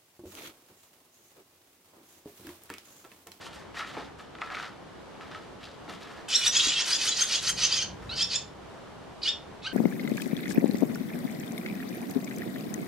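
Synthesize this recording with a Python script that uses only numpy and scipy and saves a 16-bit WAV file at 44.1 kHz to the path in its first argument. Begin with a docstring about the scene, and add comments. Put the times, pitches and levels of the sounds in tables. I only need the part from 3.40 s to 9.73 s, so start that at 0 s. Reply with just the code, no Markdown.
"""Young swallows beg on a nest under a concrete ceiling: in each call the syrinx passes from unsteady
vibration, a hoarse rasp, to a clear rising whistle. Breath hisses from their beaks and a parent lands.
Before the chorus, shoes scuff and crunch on a gritty floor, by friction and fracture.
The hard walls of the passage reflect calls and steps; distant traffic hums throughout."""
import sys
import numpy as np
from scipy import signal
from scipy.fft import rfft, irfft, next_fast_len
from scipy.io import wavfile
from scipy.ndimage import map_coordinates

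SR = 44100
rng = np.random.default_rng(int(sys.argv[2]) if len(sys.argv) > 2 else 0)


def generate_wav(signal):
    """Clip the signal to [-1, 1] and save it as 16-bit WAV at the path in sys.argv[1]."""
    frames = np.transpose(np.atleast_2d(signal))
    scaled = np.clip(frames, -1, 1) * 32767
    pcm = np.round(scaled).astype(np.int16)
    wavfile.write(sys.argv[1], SR, pcm)


N = 279153


def amp(db):
    """Amplitude ratio of a level in decibels."""
    return 10 ** (np.asarray(db) / 20)


def unit(x):
    """Normalisation to rms 1."""
    return x / np.sqrt(np.mean(x ** 2) + 1e-20)


def along(points, hz):
    """Interpolation of (frequency [Hz], value) points on a logarithmic frequency axis."""
    f, v = np.transpose(points)
    return np.interp(np.log(hz + 1), np.log(f + 1), v)


def wobble(rate, size=N):
    """Smooth random modulation: a spline through `rate` Gaussian values a second."""
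    return map_coordinates(rng.standard_normal(int(size * rate / SR) + 4), [np.arange(size) * rate / SR])


def swell(s, hold, rise_db_per_s, fall_db_per_s):
    """Exponential growth until time s, a hold, then exponential decay; in dB relative to the top."""
    t = np.arange(N) / SR - s
    return -np.maximum(0, np.maximum(-t * rise_db_per_s, (t - hold) * fall_db_per_s))


def filtered(x, response):
    """Linear filtering: the spectrum of x times a frequency response."""
    m = next_fast_len(x.shape[-1] + 4096)
    return irfft(rfft(x, m) * response(np.fft.rfftfreq(m, 1 / SR)), m)[..., :x.shape[-1]]


def band(lo_hz, hi_hz):
    """Causal band-pass response, third order at each edge."""
    edge = lambda s: 1 / ((1 + s) * (1 + s + s * s))
    return lambda f: edge(1j * f / hi_hz) * edge(lo_hz / (1j * (f + 1)))


def spread(pair, correlation):
    """Partial coherence: two independent signals mixed to a given left-right correlation."""
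    turn = lambda hz: np.arccos(np.clip(along(correlation, hz), -1, 1)) / 2
    mid, side = filtered(pair, lambda hz: np.array([np.cos(turn(hz)), np.sin(turn(hz))]))
    return np.array([mid + side, mid - side])


def add(track, s, x):
    """Superposition of x on the track from s seconds on."""
    part = track[:, round(s * SR):][:, :x.shape[1]]
    part += x[:, :part.shape[1]]


def traffic():
    """A diffuse field of distant traffic hum, over an uneven rumble nearly coherent on both sides."""
    # spectra of hum and rumble: (frequency [Hz], relative density [dB])
    hum_spectrum = [(88, -20), (150, -7), (238, -2.5), (393, -2.5), (954, -7.5), (1540, -13.5),
                    (2400, -19.5), (2600, -21), (2920, -19), (9090, -34.5), (13400, -43.5), (15000, -55)]
    rumble_spectrum = [(13, -41), (22, -43), (54, -4), (124, -3.5), (194, -3.5), (250, -16), (320, -27),
                       (550, -120)]
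    # coherence of the hum: (frequency [Hz], left-right correlation [-])
    hum_correlation = [(60, 0.87), (150, -0.55), (380, -0.073), (950, 0.55), (2380, 0.38), (5980, 0.21),
                       (15000, -0.31)]
    # slow trend of the hum: (time [s], level [dB])
    hum_trend = [(0.0, -48.5), (0.62, -46.5), (0.85, -47.5), (2.3, -47), (4.14, -45.5), (6.33, -47)]
    # swells of the rumble: (time [s], half width [s], rise [dB])
    surges = [(0.62, 0.11, 5), (2.22, 0.57, 2), (3.28, .15, 5.5), (4.14, 0.096, 10), (4.6, 0.36, 11),
              (6.2, 0.87, 3.5)]
    t = np.arange(N) / SR
    hum_db = np.interp(t, *np.transpose(hum_trend))
    rumble_db = -57.5 + sum(db * np.exp(-((t - s) / width) ** 2) for s, width, db in surges)
    hum = spread(rng.standard_normal((2, N)), hum_correlation)
    hum = unit(filtered(hum, lambda f: amp(along(hum_spectrum, f))))
    rumble = spread(rng.standard_normal((2, N)), [(40, 0.98), (150, 1.0)])
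    rumble = unit(filtered(rumble, lambda f: amp(along(rumble_spectrum, f))))
    return amp(rumble_db + 1.5 * wobble(9)) * rumble + amp(hum_db + .8 * wobble(7)) * hum


def walls(x):
    """Reverberation: convolution with a fresh noise tail whose high frequencies decay fastest."""
    # reverberation time of the passage: (frequency [Hz], T60 [s])
    decay_times = [(500, 0.35), (1500, 0.33), (4000, 0.26), (8000, 0.23), (14000, 0.12)]
    # coherence of the reflections: (frequency [Hz], left-right correlation [-])
    correlation = [(500, 0.91), (1500, 0.8), (3000, 0.88), (6000, 0.18), (10000, 0.085), (14000, 0.284)]
    hz, t, spectra = signal.stft(rng.standard_normal((2, SR // 2)), SR, nperseg=256)
    decay = amp(-60 * t / along(decay_times, hz)[:, None])
    tail = spread(signal.istft(spectra * decay, SR, nperseg=256)[1], correlation)
    delayed = np.pad(x, (130, 0))[None]
    return signal.fftconvolve(delayed, tail / np.linalg.norm(tail[0]), axes=1)


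def sole(f):
    """Modal response of shoe and floor: damped resonances on a flat broadband part."""
    # modes: (frequency [Hz], bandwidth [Hz], gain [dB])
    modes = [(720, 37, -6), (1314, 190, -3), (1750, 240, -5.5), (2270, 1140, -8)]
    return 0.16 + sum((-1) ** k * amp(db) * 1j * f * width / (hz * hz - f * f + 1j * f * width)
                      for k, (hz, width, db) in enumerate(modes))


def scuffs():
    """Friction noise: grit grinds under the sole in clumps of grains, heard in three bands."""
    # drags of a shoe: (start [s], hold [s], body level [dB], mid-treble [dB re body], top [dB re body])
    drags = [(0.011, 0.065, -49.5, -1.5, -11), (0.133, 0.065, -53.5, -5.5, -10),
             (0.352, .02, -45.5, -7, -14), (0.373, 0.036, -39, -7.5, -19), (0.473, 0.075, -50, -3, -14),
             (0.574, 0.025, -47, -7.5, -25), (0.79, 0.012, -51, -7, -11.5), (1.012, .05, -44.5, -9.5, -31),
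             (1.114, 0.14, -46, -2.5, -32), (1.81, 0.0094, -48.5, -5, -28), (1.915, 0.034, -51, -1, -29),
             (2.211, 0.076, -56.5, 4, -20), (2.491, 0.031, -47.5, -2.5, -13.5),
             (2.607, 0.18, -53.5, -3.5, -14), (4.625, 0.026, -54.5, -20, -7)]
    responses = [lambda f: band(800, 2500)(f) * sole(f), band(3140, 3300), band(5100, 6300)]
    rise_db_per_s, falls_db_per_s = 1600, [185, 174, 304]
    grit = 0
    for k, response in enumerate(responses):
        envelope = sum(amp(db + [0, *above_db][k] + swell(s, hold, rise_db_per_s, falls_db_per_s[k]))
                       for s, hold, db, *above_db in drags)
        grains = rng.standard_normal(N) * amp(2.5 * wobble(350) + 2.5 * wobble(60))
        grit = grit + envelope * unit(filtered(grains, response))
    return grit


def impacts():
    """Impulsive excitation: stones crack, each at its own pitch, and ring hollow; the heel knocks."""
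    # cracking stones: (time [s], crack peak [dB], pitch [Hz])
    stones = [(0.024, -49, 1280), (0.0657, -31.5, 1180), (0.3443, -36, 1200), (0.3696, -34, 1240),
              (0.384, -38, 1270), (0.396, -30, 1300), (0.4094, -25.5, 1680), (0.4164, -37, 1120),
              (0.568, -33.5, 1210), (0.5964, -40, 915), (0.7955, -39, 2470), (0.9517, -34.5, 1780),
              (0.9854, -36, 985), (1.0171, -20, 1300), (1.0237, -29, 1290), (1.102, -27, 1320),
              (1.1474, -24.5, 1670), (1.169, -28, 1330), (1.1992, -26.5, 1380), (1.8095, -32.5, 1780),
              (1.948, -29.5, 1540), (1.951, -34, 1560), (2.4783, -37, 1230), (2.4947, -37.5, 1210),
              (2.5352, -38, 1400)]
    # dull heel knocks: (time [s], peak [dB])
    heels = [(0.372, -38), (0.397, -43), (0.5676, -26.5), (0.5964, -36.5), (2.4783, -37)]
    ring_hz, ring_db = 1314, -11.5
    crack_t60_s, ring_t60_s, knock_t60_s = .011, .14, .17
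    out, t = np.zeros((1, N)), np.arange(SR // 10) / SR
    for s, db, hz in stones:
        burst = rng.standard_normal(len(t)) * amp(-60 * t / crack_t60_s)
        response = lambda f: (band(.7 * hz, 1.5 * hz)(f) + .7 * sole(f)) * band(700, 5500)(f) ** 2
        crack = filtered(burst, response)
        cycles = np.cumsum(ring_hz * (1 + 0.042 * wobble(130, len(t)))) / SR
        ring = amp(ring_db - 60 * t / ring_t60_s) * np.sin(2 * np.pi * cycles)
        add(out, s, amp(db) * (crack / abs(crack).max() + ring)[None])
    for s, db in heels:
        burst = rng.standard_normal(len(t)) * amp(-60 * t / knock_t60_s)
        knock = filtered(burst, lambda f: band(230, 1000)(f) ** 2 * (1 + 1.2 * sole(f)))
        add(out, s, amp(db) * knock[None] / abs(knock).max())
    return out[0]


def landing(start_s=3.271, hz=290, level_db=-29, t60_s=.03):
    """Damped oscillation: the landing parent gives the nest's support one dull push."""
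    t = np.clip(np.arange(N) / SR - start_s, 0, None)
    return amp(level_db - 60 * t / t60_s) * np.sin(2 * np.pi * hz * t)


def brood_hiss():
    """Breath noise: a bright, grainy hiss from the whole brood's gaping beaks swells with the calls."""
    # hiss swells: (time [s], top level [dB])
    swells = [(2.955, -36.5), (3.06, -34), (3.17, -34), (3.274, -38), (3.521, -30.5), (3.668, -36),
              (3.808, -31), (3.932, -35.5), (4.09, -35.5), (4.24, -42.5), (4.372, -39.5), (4.82, -43),
              (4.95, -52), (5.885, -57)]
    # spectrum of the hiss: (frequency [Hz], relative density [dB])
    spectrum = [(600, -40), (1500, 3), (4000, -13.5), (8000, 0), (11000, -9.5), (15500, -32)]
    start_s = 2.884  # the parent comes into sight
    envelope = sum(amp(db + swell(s, 0, rise_db_per_s=186, fall_db_per_s=296)) for s, db in swells)
    envelope *= np.arange(N) / SR > start_s
    grains = rng.standard_normal((2, N)) * amp(2.2 * wobble(250) + 5.0 * wobble(30))
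    grains = spread(grains, [(2000, 1.0), (8000, 0.36)])  # wider in the treble
    return envelope * unit(filtered(grains, lambda f: amp(along(spectrum, f))))


def harmonics(pitch_hz, levels_db, jitter, rate):
    """Harmonic series with jitter in pitch and shimmer in level; also returns the running cycle count."""
    n = len(pitch_hz)
    cycles = np.cumsum(pitch_hz * (1 + .008 * wobble(110, n) + jitter * wobble(rate, n))) / SR
    tones = [amp(db + 4.07 * wobble(164, n)) * np.sin(2 * np.pi * (k * cycles + rng.random()))
             for k, db in enumerate(levels_db, 1)]
    return sum(tones), cycles


def rasp(pitch_hz, levels_db, air_db):
    """Period tripling: the unsteady syrinx chops every third cycle, adding sidebands to rushing air."""
    # spectrum of air in the throat: (frequency [Hz], relative density [dB])
    throat = [(530, -63), (900, -15), (1400, -4), (1690, -15), (1840, -1), (2120, -5.5), (2890, -0.5),
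              (4550, 2.5), (4820, 3), (7680, -9.5), (10200, -19), (15500, -71)]
    n = len(pitch_hz)
    buzz, cycles = harmonics(pitch_hz, levels_db, jitter=.016, rate=600)
    chop = 1 + 1.4 * np.cos(2 * np.pi * (cycles / 3 + .1 * wobble(200, n)))
    air = rng.standard_normal(n) * amp(1.03 * wobble(306.7, n))
    air = unit(filtered(air, lambda f: amp(along(throat, f))))
    air_onset = np.clip(np.arange(n) / (0.21 * n), 0, 1)
    return unit(buzz * chop) + amp(air_db) * air * air_onset


def whistle(pitch_hz, levels_db):
    """Period doubling: strong and weak cycles alternate, adding lines halfway between clear harmonics."""
    tone, cycles = harmonics(pitch_hz, levels_db, jitter=.008, rate=450)
    return tone * (1 + .32 * np.cos(np.pi * cycles + .8 * wobble(150, len(tone))))


def chicks():
    """Change of vibration regime: a rasp swells, then locks into a whistle that rises, holds and stops."""
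    # begging calls: (whistle start [s], rasp lead [s], whistle length [s], low pitch [Hz],
    # top pitch [Hz], relative rasp level [dB], relative whistle level [dB], timbre [name])
    calls = [(2.932, .051, 0.04, 1505, 2056, -33.5, -28.5, "low"),
             (2.939, 0.053, .027, 1688, 1885, -29, -22, "middle"),
             (3.047, 0.052, 0.03, 1454, 1882, -29, -25.5, "low"),
             (3.067, 0.045, .018, 1850, 1960, -29, -22, "middle"),
             (3.156, .038, .026, 1574, 1740, -26, -25, "high"),
             (3.198, 0.032, .018, 1559, 1930, -26.5, -24, "low"),
             (3.25, 0.038, .034, 1644, 1666, -26, -41, "high"),
             (3.287, 0.024, 0.028, 1670, 1773, -27.5, -37, "high"),
             (3.322, 0.024, 0.03, 1476, 1890, -28.5, -35.5, "low"),
             (3.371, 0.03, 0.021, 1584, 1660, -29.5, -35, "low"),
             (3.403, 0.033, 0.026, 1345, 1770, -27, -35.5, "high"),
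             (3.512, 0.073, 0.03, 1473, 1680, -28.5, -27.5, "middle"),
             (3.538, 0.029, 0.03, 1414, 1784, -33, -34, "high"),
             (3.616, 0.036, 0.039, 1512, 1697, -28, -48, "middle"),
             (3.676, .058, 0.025, 1483, 1740, -29, -27, "husky high"),
             (3.72, .02, 0.023, 1970, 2070, -30, -48, "low"),
             (3.798, 0.062, 0.034, 1553, 1595, -29.5, -28, "husky high"),
             (3.827, .028, 0.023, 1667, 1855, -35.5, -37, "low"),
             (3.934, 0.07, 0.033, 1441, 1655, -29, -29, "husky high"),
             (3.947, 0.035, 0.02, 1512, 1756, -29, -33.5, "high"),
             (3.982, .02, 0.02, 1634, 1940, -34, -46, "low"),
             (4.074, 0.056, 0.034, 1515, 1590, -29.5, -28, "husky high"),
             (4.223, .06, 0.0342, 1452, 1553, -29, -28, "husky high"),
             (4.247, 0.037, 0.031, 1612, 1776, -27, -37.5, "middle"),
             (4.321, 0.044, 0.032, 1550, 1705, -28.5, -29.5, "middle"),
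             (4.37, 0.03, 0.027, 1528, 1594, -32, -35, "high"),
             (4.371, 0.021, 0.015, 1624, 1770, -34, -34, "middle"),
             (4.417, 0.029, 0.023, 1385, 1632, -34, -33.5, "high"),
             (4.697, 0.0051, .053, 1293, 1530, -56, -41.5, "peep"),
             (4.805, 0.052, 0.031, 1552, 1810, -28.5, -23.5, "husky middle"),
             (4.935, 0.045, 0.033, 1484, 1794, -29.5, -28, "husky middle"),
             (5.86, 0.044, 0.041, 1438, 1821, -29.5, -30, "husky low"),
             (6.251, 0.032, 0.033, 1251, 1583, -39.5, -35.5, "husky low")]
    # timbres, by the harmonic the gape favours; husky ones stress the 3rd in the rasp: (harmonics
    # 1 to 4 [dB re whistle level], 3rd harmonic's gain in the rasp [dB], air [dB re buzz])
    timbres = {"low": (-22, 2, -8.5, -13.5, -4, -2.5), "middle": (-19.5, -7.5, 0.9, -9.5, -6, -3),
               "high": (-19.5, -2, -5, -0.1, -5.5, 0), "peep": (-22, -5.5, -0.7, -17, 9, -3),
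               "husky low": (-18, 0.7, -6, -16, 14.5, -7), "husky middle": (-23, -4, -1, -8, 5.5, -3.5),
               "husky high": (-27, -1.5, -8, 1.2, 12, -0.5)}
    fundamental_db_per_octave, usual_hz = -65, 1445  # the 1st harmonic thins in higher calls
    left_lag_s = 18e-6  # the nest is off to the right
    out = np.zeros((2, N))
    for s, lead, length, low_hz, top_hz, rasp_db, whistle_db, timbre in calls:
        first_db, *upper_db, third_db, air_db = timbres[timbre]
        first_db += fundamental_db_per_octave * np.log2(low_hz / usual_hz)
        levels_db = np.add(whistle_db, [first_db, *upper_db, -30, -35])  # faint 5th and 6th harmonics
        t = np.arange(round((lead + length) * SR)) / SR - lead
        glide = np.clip(t / length / .78, 0, 1)  # the top pitch is held briefly
        eased = glide ** 2 * (3 - 2 * glide)
        pitch_hz = low_hz + (top_hz - low_hz) * (glide + eased) / 2
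        rasp_hz = pitch_hz + 0.0401 * low_hz * np.clip(-t / lead, 0, 1)  # sags before the glide
        effort = amp(rasp_db + 10.1 * np.minimum(t / lead, 0) - 11.0 * np.maximum(t / length, 0))
        hoarse = effort * rasp(rasp_hz, levels_db + [0, 0, third_db, 0, 0, 0], air_db)
        locked = np.clip((t + 0.0081) / (0.73 * lead), 0, 1)
        edges = np.clip((t + lead) / 0.0025, 0, 1) * np.clip((length - t) / 0.0064, 0, 1)
        voice = (hoarse + 1.79 * locked * whistle(pitch_hz, levels_db)) * edges
        add(out, s - lead, amp(-1.0) * voice * amp([[-.3], [.3]]))
        add(out, s - lead, amp(-5.0) * walls(voice) * amp([[-.4], [.4]]))
    return filtered(out, lambda f: np.exp(np.array([[-1j], [1j]]) * np.pi * f * left_lag_s))


def scene():
    """Superposition of direct and reflected sound: birds and steps in the passage, over the traffic."""
    near = scuffs() + impacts() + landing()
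    echo = np.zeros((2, N))
    for start in range(0, N, SR // 4):  # the walker moves, so the echo pattern keeps changing
        add(echo, start / SR, walls(near[start:start + SR // 4]))
    return chicks() + brood_hiss() + near * amp([[.3], [-.3]]) + amp(-9) * echo + traffic()


def record(dry):
    """Band limiting: an ideal low-pass removes the highest treble."""
    return filtered(dry, lambda hz: hz < 15600)


dry = scene()
out = record(dry)
generate_wav(out)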